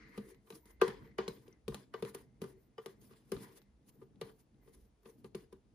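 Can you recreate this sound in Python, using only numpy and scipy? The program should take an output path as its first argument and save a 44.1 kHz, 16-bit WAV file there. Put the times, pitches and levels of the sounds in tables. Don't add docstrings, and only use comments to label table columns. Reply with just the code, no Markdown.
import sys
import numpy as np
from scipy import signal
from scipy.fft import rfft, irfft, next_fast_len
from scipy.io import wavfile
from scipy.ndimage import uniform_filter1d, map_coordinates

SR = 44100
rng = np.random.default_rng(int(sys.argv[2]) if len(sys.argv) > 2 else 0)


def pcm_store(signal):
    levels = np.round(np.clip(np.atleast_2d(signal), -1, 1) * 32767)
    wavfile.write(sys.argv[1], SR, levels.astype(np.int16).T)


def volts(x):
    e = np.asarray(x, float) / 20
    return 10 ** e


N = 253134
STEP = 32
LAND_DB_PER_S, LIFT_DB_PER_S = 2510, 446.5

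# pitch_hz, level_db, t60_s (time to die by 60 dB)
PLATTER_MODES = [(384, 0, .08), (454, 0, .08), (497, -3, .04)]
COUNTER_MODES = [(132.6, -2.5, 0.13), (175.3, 10.5, 0.051), (202.3, 5, 0.083), (263.2, 3.5, 0.046)]
RIM_MODES = [(743.4, -9, 0.076), (921, -4, 0.07), (1040, -3, 0.1), (1184, 3.5, 0.077), (1414, -7.5, 0.021),
             (1290, -11, .06)]
SHELL_MODES = [(1548, 4, 0.044), (1575, 1, 0.02), (1897, -3, .035), (2516, 3, 0.017), (3103, -7.5, 0.025),
               (3820, -13.5, 0.037), (4955, -10.5, 0.034)]
PAD_MODES = [(1068, -11, .07), (1420, -7, 0.11), (1870, -1, 0.057), (2390, -6, 0.06), (2970, 3.5, 0.059),
             (3480, -10, .05), (4460, -17, .04), (5028, -7, .06)]

# pitch_hz, level_db (per Hz)
TICK_COLOUR = [(200, -35), (650, 1.5), (1800, -9.5), (3000, -5), (4500, -7.5), (6000, -16), (8000, -15.5),
               (11000, -43)]
SKIN_COLOUR = [(2000, -10.5), (5000, -7.5), (8000, -7), (9000, -4.5), (10400, -2), (13500, -8.5),
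               (15200, -9.5), (15700, -23)]
DRAG_COLOUR = [(500, -5), (1000, 17), (2000, 11), (3000, 5), (5200, -3), (6000, -9.5), (7500, -13),
               (9000, -55.5)]
HUM_COLOUR = [(25, -38), (38, -5), (50, 2), (70, -2), (100, -17.5), (200, -40.5), (700, -100)]
AIR_COLOUR = [(180, -17), (300, -5.5), (700, -10.5), (1600, -19), (3500, -23.5), (10500, -28),
              (11500, -38.5), (13000, -47), (15500, -53.5)]
RATTLE_COLOUR = [(250, -35), (550, -6), (800, -2.5), (1300, 0), (2500, -14.5), (5100, -22), (5900, -18),
                 (12000, -35.5)]
RIDGE_COLOUR = [(11200, -30.5), (11900, -2.5), (13800, 1), (15200, -3.5), (15600, -35)]
BUZZ_COLOUR = [(900, -29.5), (1500, 0), (2500, -1.5), (3500, -2), (5200, -4.5), (5600, -20), (7500, -30),
               (9000, -59.5)]

# pitch_hz, width_hz, level_db
BLADE_BANDS = [(1970, 330, 3.5), (1100, 300, -6), (4120, 980, -15)]
EDGE_BANDS = [(2072, 49, 0)]
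MURMUR_BANDS = [(128, 35, -1), (173, 35, 2.5), (184.4, 46, 4), (246, 230, -10)]
BODY_BANDS = [(745, 33, 6.5), (973, 150, 10), (1195, 19, 5.5), (1448, 90, 3), (1980, 290, 9),
              (2440, 110, 1.5), (3119, 97, 9), (5000, 500, 0.5)]
SHELL_BANDS = [(1650, 120, 6), (2446, 90, 4.5), (2872, 90, 5), (3466, 80, 9.5), (4140, 110, 4.5),
               (4984, 120, 9)]

# pitch_hz, likeness (0 to 1)
ALIKE = [(30, 0.82), (80, 1), (150, 0.62), (300, 1), (600, 0.36), (1500, 0.2), (4000, 0.45), (6000, 0.22)]
# pitch_hz, t60_s
ECHO_T60 = [(150, 0.28), (500, 0.33), (2000, 0.11), (6000, 0.32), (12000, 0.57)]
# pitch_hz, level_db
LEFT_LEAN = [(100, -1.5), (300, 0.5), (500, 4.5), (1000, -0.5), (1900, 3), (5400, 3.5), (7000, 4.5),
             (8000, -15.5)]

# time_s, level_db
SPIN = [(0.0, -64), (0.19, -67.5), (0.34, -82.5), (0.57, -83), (1.05, -71), (1.34, -71), (1.49, -68.5),
        (1.76, -86.5), (1.92, -82.5), (2.56, -77.5), (3.36, -87), (3.47, -69.5), (3.61, -82), (5.1, -83),
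        (5.26, -72), (5.43, -69.5), (5.58, -89), (5.74, -84)]
TREMOR = [(0.0, -71), (0.22, -64), (0.4, -77), (0.82, -68.5), (1.63, -74), (1.74, -56), (1.82, -77.5),
          (2.49, -64), (2.65, -74.5), (3.26, -77.5), (3.37, -58.5), (3.42, -74.5), (3.76, -69),
          (3.79, -78.5), (5.6, -68), (5.74, -73)]

# start_s, length_s, level_db, whistle_db (over the rush)
PLOUGHS = [(0, 0.081, -61, -5), (0.134, 0.19, -65.5, -5), (0.67, 0.14, -79.5, 4), (1.053, 0.065, -72, 1.5),
           (1.522, 0.028, -77.5, -1), (2.463, 0.27, -82.5, 1.5), (4.628, 0.17, -88.5, 4.5),
           (0.336, .14, -87, 2), (2.2, 0.22, -89, 4.5), (2.947, 0.055, -86, 2), (3.581, .12, -84.5, 3.5)]
# start_s, pitch_hz, level_db, t60_s
POP = (1.5272, 5903, -58, .018)
# start_s, length_s, hiss_db, drag_db
GLIDES = [(0.171, 0.14, -70.5, -108), (0.468, 0.016, -80, -82), (0.661, 0.061, -74.5, -75),
          (0.819, 0.092, -65, -49), (0.874, 0.12, -88, -55.5), (1.186, 0.081, -88, -53),
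          (1.289, 0.092, -68, -65), (1.466, 0.048, -81.5, -74.5), (1.695, 0.054, -65.5, -74),
          (1.739, .09, -67.5, -65.5), (1.935, 0.048, -101, -71.5), (2.06, 0.034, -75, -60.5),
          (2.144, 0.077, -64.5, -63), (2.418, 0.098, -65.5, -63.5), (2.82, 0.036, -73.5, -73),
          (2.879, 0.048, -71.5, -69.5), (3.015, 0.53, -70, -82), (3.324, 0.12, -62, -65),
          (3.443, 0.033, -72, -63), (3.926, 0.068, -84.5, -90.5), (4.213, .05, -69.5, -69.5),
          (4.772, 0.076, -78.5, -99.5), (5.053, 0.056, -73.5, -74), (5.245, 0.013, -71, -77),
          (5.36, 0.068, -70.5, -70.5), (5.523, 0.042, -81, -82)]
# peak_s, swell_s, hiss_db, drag_db
SWIPES = [(.095, 0.017, -75.5, -81), (0.163, 0.061, -73, -66), (0.309, 0.058, -65.5, -69.5),
          (0.564, 0.076, -58.5, -69.5), (0.708, 0.037, -66, -74), (1.06, 0.095, -79, -68),
          (1.44, 0.071, -75.5, -79), (2.0, 0.053, -75, -63.5), (2.093, 0.063, -59, -71.5),
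          (2.635, 0.12, -83, -97), (3.042, 0.051, -76.5, -91.5), (3.125, 0.028, -83, -68),
          (3.17, 0.035, -81.5, -79.5), (3.21, 0.1, -88, -89), (3.299, 0.046, -76, -85),
          (3.434, 0.026, -55, -65), (3.52, 0.21, -77, -73.5), (3.578, 0.036, -58.5, -77),
          (3.83, 0.025, -101, -97.5), (3.894, 0.029, -61, -84), (4.032, 0.034, -75, -75.5),
          (4.296, 0.069, -70, -70), (4.406, 0.06, -72, -84), (4.632, 0.016, -91, -90.5),
          (4.69, .06, -73, -78.5), (4.75, 0.0395, -66, -79), (5.098, 0.039, -72, -81),
          (4.85, 0.04, -84, -93.5), (5.15, 0.08, -89, -103), (5.203, 0.047, -77.5, -100)]
# start_s, level_db, low_mode_db (over the rest)
BUMPS = [
    (.08, -63, 0),
    (.31, -54.5, 7),
    (1.055, -51, -5),
    (2.565, -63, 4.5),
    (2.821, -67, -5),
    (3.491, -58.5, -2),
    (3.875, -72.5, -3.5),
    (3.946, -60, -1.5),
    (4.013, -47.5, -7),
    (5.085, -48, -13.5),
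]
# start_s, length_s, level_db
SKIMS = [(0.084, 0.28, -85), (0.478, 0.27, -79), (1.036, 0.047, -83), (1.293, 0.074, -73),
         (1.41, 0.11, -87), (1.96, 0.22, -82), (2.59, 0.083, -83.5), (2.803, 0.11, -84),
         (3.006, 0.12, -79.5), (3.283, 0.013, -92), (3.33, .3, -83), (3.875, 0.18, -86.5),
         (3.955, 0.0063, -87), (4.224, .21, -83), (4.63, 0.25, -84), (5.036, .17, -84), (5.356, .08, -85.5)]
# start_s, pitch_hz, level_db, t60_s
ACCENTS = [(.815, 743, -45, 0.14), (0.81, 1580, -35.5, 0.088), (0.814, 2600, -31, 0.043),
           (.815, 1603, -41.5, .05), (.815, 3537, -42, .027), (.88, 4100, -54, 0.033),
           (1.28, 4130, -39, 0.033), (1.2813, 4000, -44, .02), (1.8, 640, -54, 0.023),
           (1.681, 750, -48, 0.062), (1.681, 1000, -58, 0.043), (2.0248, 3600, -48, .012),
           (2.0245, 2000, -50, .015), (2.05, 2500, -63, .03), (2.063, 2000, -53, .03),
           (2.419, 910, -55.5, 0.083), (2.439, 700, -60, .04), (3.11, 1100, -63, .04),
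           (3.895, 1000, -63, .05), (5.524, 1012, -52, 0.046), (5.06, 1190, -66.5, 0.064),
           (5.09, 1020, -65, .05), (4.745, 1060, -68, .05), (2.79, 226, -64, .08), (0.48, 1050, -54, 0.031),
           (0.15, 1230, -56, .05), (.176, 4100, -62, .03), (.503, 1980, -56, .03), (.523, 4000, -58, 0.033),
           (.523, 1900, -58, .03), (0.63, 950, -64, .07), (3.32, 1580, -50, .04), (3.03, 1000, -72, .09),
           (1.745, 3300, -54, .02), (2.147, 2100, -48, 0.028)]
# start_s, level_db
PADS = [
    (1.183, -44.5),
    (1.938, -52.5),
    (2.78, -55),
]
# start_s, length_s, level_db, low_mode_db (over the high one)
GRINDS = [
    (0.175, 0.18, -66.5, 0.5),
    (.51, 0.065, -67.5, -3),
    (2.442, 0.16, -71.5, 6.5),
    (2.874, 0.073, -68, -3),
    (3.003, 0.17, -79.5, -8.5),
    (3.34, 0.27, -65, 0.5),
    (4.234, 0.091, -65, -2),
    (4.67, 0.19, -75.5, 3),
    (5.057, 0.1, -72, 2),
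]
# start_s, peak_db
SNAPS = [(0.176, -55.5), (0.347, -76), (0.5025, -57), (0.656, -64), (0.815, -40.5), (0.8784, -49),
         (1.1819, -54.5), (1.281, -48.5), (1.4819, -69.5), (1.6806, -48), (1.7449, -46.5), (1.938, -60),
         (2.0239, -52), (2.0469, -59), (2.147, -46), (2.417, -50.5), (2.4402, -61), (2.781, -71.5),
         (2.8602, -52), (3.318, -43.5), (3.6214, -74.5), (3.9548, -79.5), (4.2125, -52.5), (5.032, -74.5),
         (5.2433, -69), (5.3506, -52.5), (5.527, -65)]
# platter_db, thud_db, rim_db
FIRM = [(0.1765, -45.5, 1.5, 0, -6), (0.5035, -44, -8, -22, -12), (0.8144, -26.5, 4.5, -19, 3),
        (0.88, -37, -31.5, -10, -8.5), (1.1841, -35, -1.5, -13, 0), (1.2795, -31.5, -7.5, -17, -25),
        (1.68, -37.5, 0, -5, -11.5), (1.7216, -57.5, 5, -9, 6), (1.7447, -35.5, -14.5, -18, -14.5),
        (1.939, -42.5, 2, -19, 2), (2.0245, -39, 4, -8, -8.5), (2.1462, -44, -2.5, -15, -7.5),
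        (2.4172, -44.5, 1.5, -1, -11.5), (2.4377, -52.5, 2, -3, 0.5), (2.78, -52.5, 9.5, -10, 5.5),
        (2.8597, -40, -5, -19, -11.5), (3.318, -39.5, 1, -5, -6), (3.3653, -47, -13.5, -7, -8),
        (4.0153, -67.5, 6.5, -6, 7), (4.2131, -38.5, -0.5, -14, -8), (5.056, -54.5, -2, -9, -6),
        (5.2436, -49.5, -2.5, -8, -7.5), (5.3476, -41.5, -2.5, -8, -10.5), (5.5252, -59, 2, -1, -5)]
FIRM_LOW_DB = [-5.5, 1, -1, -3, 4.5, -1.5, -2, -1.5, -2.5, -7, -4, -0.5, 0.5, 3.5, -11.5, -1, 3.5, -12, 2.5,
               -6.5, -0.5, 1, 4.5, 6.5]
# platter_db, rim_db
LIGHT = [(0.3456, -61, -24, -27), (0.471, -64, -8, -1), (0.5234, -51.5, -29, -6.5),
         (0.6553, -61.5, -7.5, -31), (1.4795, -57.5, 1, -23.5), (1.5259, -73, -18.5, -22),
         (2.0503, -45, 0, -14), (3.1079, -62.5, -1, -2), (3.1339, -59.5, -10.5, -6.5),
         (3.6177, -61.5, -19.5, -28.5), (4.158, -71.5, -18, -17.5), (4.022, -77, -9, -5.5),
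         (4.285, -69, -12.5, -7), (4.293, -60, -4, -4.5), (1.0751, -66, 0, -14), (0.7985, -62.5, -11, -2.5),
         (4.544, -75, -22, -18), (4.6749, -65, 2, -2), (5.031, -77, -4, 2)]
# start_s, length_s, level_db
BUZZES = [(0.813, .17, -59), (1.19, 0.084, -61.5), (1.286, 0.12, -72), (1.677, .06, -76),
          (1.748, 0.093, -70), (1.94, 0.073, -75), (2.034, 0.12, -75), (2.15, 0.06, -75),
          (2.425, 0.08, -76.5), (2.778, 0.059, -81), (2.864, .07, -75), (3.11, .2, -77),
          (3.324, 0.3, -65.5), (4.216, .1, -75.5), (5.349, 0.098, -73.5)]
# time_s, pitch_hz, level_db
SQUEAK = [
    (3.115, 7380, -100),
    (3.135, 7430, -85),
    (3.165, 7560, -83),
    (3.195, 7740, -87),
    (3.21, 7800, -100),
]


def unit(x):
    return x / np.sqrt(np.mean(x ** 2) + 1e-20)


def along(points, hz):
    f, v = np.transpose(points)
    return np.interp(np.log(hz + 1), np.log(f + 1), v)


def coloured(points):
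    return lambda hz: volts(along(points, hz))


def curves(rows):
    s, *cols = np.transpose(rows)
    return [np.interp(np.arange(N) / SR, s, c) for c in cols]


def wobble(rate):
    knots = rng.standard_normal(int(N / SR * 200) + 4)
    return map_coordinates(knots, [np.arange(N) * rate / SR])


def filtered(x, response):
    m = next_fast_len(x.shape[-1] + 8192)
    return irfft(rfft(x, m) * response(np.fft.rfftfreq(m, 1 / SR)), m)[..., :x.shape[-1]]


def resonances(bands):
    def response(f):
        return sum((-1) ** k * volts(db) * 1j * f * width / (c * c - f * f + 1j * f * width)
                   for k, (c, width, db) in enumerate(bands))
    return response


def muffled(bands):
    return lambda hz: resonances(bands)(hz) / (1 + (hz / 1800) ** 2)


def through_body(points, bands=BODY_BANDS):
    return lambda hz: volts(along(points, hz)) * np.sqrt(1 + np.abs(resonances(bands)(hz)) ** 2)


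def spread(pair, colour):
    def response(hz):
        turn = np.arccos(np.clip(along(ALIKE, hz), -1, 1)) / 2
        return colour(hz) * np.array([np.cos(turn), np.sin(turn)])
    mid, side = filtered(pair, response)
    return unit(np.array([mid + side, mid - side]))


def grainy(rate, depth_db, patchy_db):
    z = signal.stft(rng.standard_normal((2, N)), nperseg=256)[2]
    field = uniform_filter1d(rng.standard_normal(z.shape[1:]), size=3, axis=0)
    field = uniform_filter1d(field, size=10, axis=1)
    noise = signal.istft(z * volts(patchy_db * unit(field)), nperseg=256)[1][:, :N]
    return volts(depth_db * wobble(rate)) * noise


def ring(modes, t, cycles, scatter_db, turn):
    out = np.zeros((2, len(t)))
    for hz, db, t60 in modes:
        size_db, detune, lean = rng.standard_normal(3)
        phase = 2 * np.pi * hz * (1 + detune / 150) * t + turn * lean * np.array([[1], [-1]])
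        swell = 1 - np.exp(-(t * hz / cycles) ** 2)
        out += volts(db + scatter_db * size_db - 60 * t / t60) * np.sin(phase) * swell
    return out


def burst(colour, t60_s, rise_s, size):
    t = np.arange(SR // 8) / SR
    shape = volts(-60 * t / t60_s) * (1 - np.exp(-t / rise_s))
    puff = spread(rng.standard_normal((2, len(t))) * shape, colour)
    return np.pad(puff / np.abs(puff).max(), ((0, 0), (0, size - len(t))))


def place(out, start_s, sound):
    out[:, round(start_s * SR):][:, :sound.shape[1]] += sound


def held(start, length, rise_db_per_s, sag_db_per_s, fall_db_per_s):
    t = np.arange(0, N + STEP, STEP) / SR - start
    rise = rise_db_per_s * np.minimum(t, 0)
    sag = sag_db_per_s * np.clip(t, 0, length)
    return rise - sag - fall_db_per_s * np.maximum(t - length, 0)


def summed(levels_db):
    gain = sum(map(volts, levels_db))
    return np.interp(np.arange(N) / STEP, np.arange(len(gain)), gain)


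def contacts():
    firm = [(*row, low_db) for row, low_db in zip(FIRM, FIRM_LOW_DB)]
    light = [(s, db, platter_db, -10, rim_db, 0) for s, db, platter_db, rim_db in LIGHT]
    return sorted(firm + light)


def kitchen():
    spin_db, = curves(SPIN)
    tremor_db, = curves(TREMOR)
    shake = summed(db + thud_db - 21.5 + held(s, 0, LAND_DB_PER_S, 0, 60 / 0.89)
                   for s, db, _, thud_db, *_ in contacts())
    stir = volts(-72.5 + 0.31 * (spin_db - spin_db.mean())) + shake
    hum = volts(0.3 + tremor_db) * spread(grainy(6, 3, 1), coloured(HUM_COLOUR))
    murmur = volts(3) * stir * spread(grainy(8, 4, 2), muffled(MURMUR_BANDS))
    air = volts(-81) * spread(grainy(3.0, 0.18, 0.29), coloured(AIR_COLOUR))
    return hum + murmur + air


def spatula():
    strokes = [db + held(s, length, 295, 53, 295) for s, length, db, _ in PLOUGHS]
    whistles = [stroke + row[3] - 3.5 for stroke, row in zip(strokes, PLOUGHS)]
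    wet = lambda hz: resonances(BLADE_BANDS)(hz) / (1 + (hz / 7000) ** 4)
    rush = summed(strokes) * spread(grainy(70, 1.2, 1.5), wet)
    edge = summed(whistles) * spread(grainy(50, 2.5, 1.1), muffled(EDGE_BANDS))
    s, hz, db, t60 = POP
    pop = ring([(hz, db, t60)], np.maximum(np.arange(N) / SR - s, 0), 1.5, 0, .2)
    return rush + edge + pop


def rubbing(sag_db_per_s, column):
    levels = [row[column] + held(row[0], row[1], LAND_DB_PER_S, sag_db_per_s, LIFT_DB_PER_S)
              for row in GLIDES]
    for row in SWIPES:
        swell_db_per_s = 18 / row[1]
        fade_db_per_s = swell_db_per_s / 0.44
        levels.append(row[column] + held(row[0], 0, swell_db_per_s, 0, fade_db_per_s))
    return uniform_filter1d(summed(levels), size=200)


def sliding():
    hiss = spread(grainy(90, 1.8, 2.2), coloured(SKIN_COLOUR))
    drag = spread(grainy(120, 1.2, 1.8), through_body(DRAG_COLOUR))
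    bearing_bands = [(432.0, 16, 0.0), (494, 50, -11.5), (315, 43, 0.5)]  # pitch_hz, width_hz, level_db
    bearing = spread(grainy(35, 1.0, 0.2), muffled(bearing_bands))
    skin = rubbing(87.5, column=2)
    scratch = rubbing(135.5, column=3)
    pushed = volts(-2.5) * uniform_filter1d(skin, size=2000)
    turning = volts(curves(SPIN)[0] - 3.0)
    return volts(-1.0) * skin * hiss + volts(1.5) * scratch * drag + (turning + pushed) * bearing


def bumps():
    out, t = np.zeros((2, N + SR)), np.arange(SR // 4) / SR
    for s, db, low_db in BUMPS:
        low = ring(PLATTER_MODES[:1], t, cycles=4, scatter_db=1.5, turn=.15)
        high = ring(PLATTER_MODES[1:], t, cycles=4, scatter_db=1.5, turn=.15)
        place(out, s, volts(db + 5) * (volts(low_db) * low + high))
    return out[:, :N]


def skims():
    gain = summed(db + held(s, length, 706, 13, 706) for s, length, db in SKIMS)
    return gain * spread(grainy(25, 3.2, 2.6), coloured(RIDGE_COLOUR))


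def accents():
    out, t = np.zeros((2, N + SR)), np.arange(SR // 5) / SR
    strikes = [(s, db, PAD_MODES) for s, db in PADS]
    strikes += [(s, db, [(hz, 0, t60)]) for s, hz, db, t60 in ACCENTS]
    for s, db, modes in strikes:
        place(out, s, volts(db) * ring(modes, t, 5.1, 1.2, 0.5))
    return out[:, :N]


def grinding():
    levels = [db + held(s, length, 500, 34, 500) for s, length, db, _ in GRINDS]
    low_levels = [level + row[3] for level, row in zip(levels, GRINDS)]
    low = summed(low_levels) * spread(grainy(24.93, 2.5, .3), muffled([(384.4, 12, 0)]))
    high = summed(levels) * spread(grainy(25, 1.8, .3), muffled([(451, 11, 0)]))
    return low + high


def snaps():
    out = np.zeros((2, N + SR))
    for s, db in SNAPS:
        place(out, s, volts(db + 8.0) * burst(coloured(SKIN_COLOUR), 0.032, 0.00023, size=SR // 8))
    return out[:, :N]


def touches():
    out, t = np.zeros((2, N + SR)), np.arange(SR // 2) / SR
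    for s, db, high_db, thud_db, rim_db, extra_db in contacts():
        low_db = high_db - 4 + 0.14 * rim_db + extra_db
        soft = np.clip((rim_db + 13.5) / 17, 0, 1)

        def tick_colour(hz):
            dulling_db = 7.3 * soft * np.log2(1 + hz / 3000)
            pad_cut_db = 18 * soft * (hz > 5500)
            return volts(along(TICK_COLOUR, hz) - dulling_db - pad_cut_db)

        tick = burst(tick_colour, 0.018 + 0.058 * soft, 0.0002 + .0015 * soft, size=len(t))
        tick = tick * (1 + 1.4 * (1 - soft) * volts(-60 * t / 0.0061))
        rattle = volts(rim_db + 0.5) * burst(through_body(RATTLE_COLOUR), 0.039, 0.00053, size=len(t))
        shell = volts(18 * soft - 22.0) * ring(SHELL_MODES, t, 6.9, 1.6, 1.0)
        bell = shell + volts(rim_db - 4) * ring(RIM_MODES, t, 2.1, 1.3, 0.46)
        late = np.maximum(t + .001 - .0038 * soft ** 2, 0)
        low = ring(PLATTER_MODES[:1], late, 1.9, 0, .12)
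        high = ring(PLATTER_MODES[1:], late, 1.9, 0, .12)
        thud = ring(COUNTER_MODES, late, cycles=1.8, scatter_db=2, turn=.05)
        boom = volts(low_db + 13.0) * low - volts(high_db + 7.0) * high + volts(thud_db + 9.5) * thud
        sent = volts(-6.5) * tick + volts(0.5) * rattle + volts(-22.5) * bell + volts(-9) * boom
        echo = room(sent[0, :SR // 8])
        place(out, s, volts(db) * (volts(-0.5) * tick + rattle + bell + boom + echo))
    return out[:, :N]


def room(x):
    hz, t, z = signal.stft(rng.standard_normal((2, SR // 2)), SR, nperseg=256)
    fade = volts(-60 * t / along(ECHO_T60, hz)[:, None])
    tail = signal.istft(z * fade, SR, nperseg=256)[1][:, :SR // 2]
    tail = spread(tail, np.ones_like)
    tail = np.pad(tail / np.linalg.norm(tail[0]), ((0, 0), (220, 0)))
    return signal.fftconvolve(x[None], tail, axes=1)[:, :SR // 2]


def buzzing():
    gain = summed(db + held(s, length, LAND_DB_PER_S, 70, 400) for s, length, db in BUZZES)
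    return gain * spread(grainy(110, 1.6, 2.4), through_body(BUZZ_COLOUR, SHELL_BANDS))


def squeak():
    hz, db = curves(SQUEAK)
    phase = 2 * np.pi * np.cumsum(hz * (1 + .007 * wobble(150))) / SR
    tone = np.sin(phase) + .6 * np.sin(2 * phase)
    return volts(db + 5 + 4 * wobble(80)) * tone * (db > -99)


def scene():
    background = kitchen() + spatula()
    rubs = sliding() + bumps() + skims()
    knocks = accents() + grinding() + snaps() + touches()
    return background + rubs + knocks + buzzing() + squeak()


def band_limit(x):
    return signal.sosfilt(signal.butter(12, 16510, fs=SR, output="sos"), x)


def record(dry):
    side = np.array([[1], [-1]])
    lead_s = 2.5e-5
    upper = lambda hz: np.clip((hz - 6800) / 1500, 0, 1)
    treble = lambda hz: np.sqrt(upper(hz)) * (hz < 16500)

    def low_response(hz):
        lean = volts(side * along(LEFT_LEAN, hz) / 2)
        return np.sqrt(1 - upper(hz)) * lean * np.exp(1j * np.pi * side * hz * lead_s)

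    late = lambda hz: np.exp(-1j * side * np.pi * (hz - 10150) / 3900)
    lows = filtered(dry, low_response)
    apart = filtered(.22 * side * np.roll(dry[1], 60), treble)
    shared = filtered(dry[0], lambda hz: treble(hz) * late(hz))
    return band_limit(lows + apart + shared)


dry = scene()
out = record(dry)
pcm_store(out)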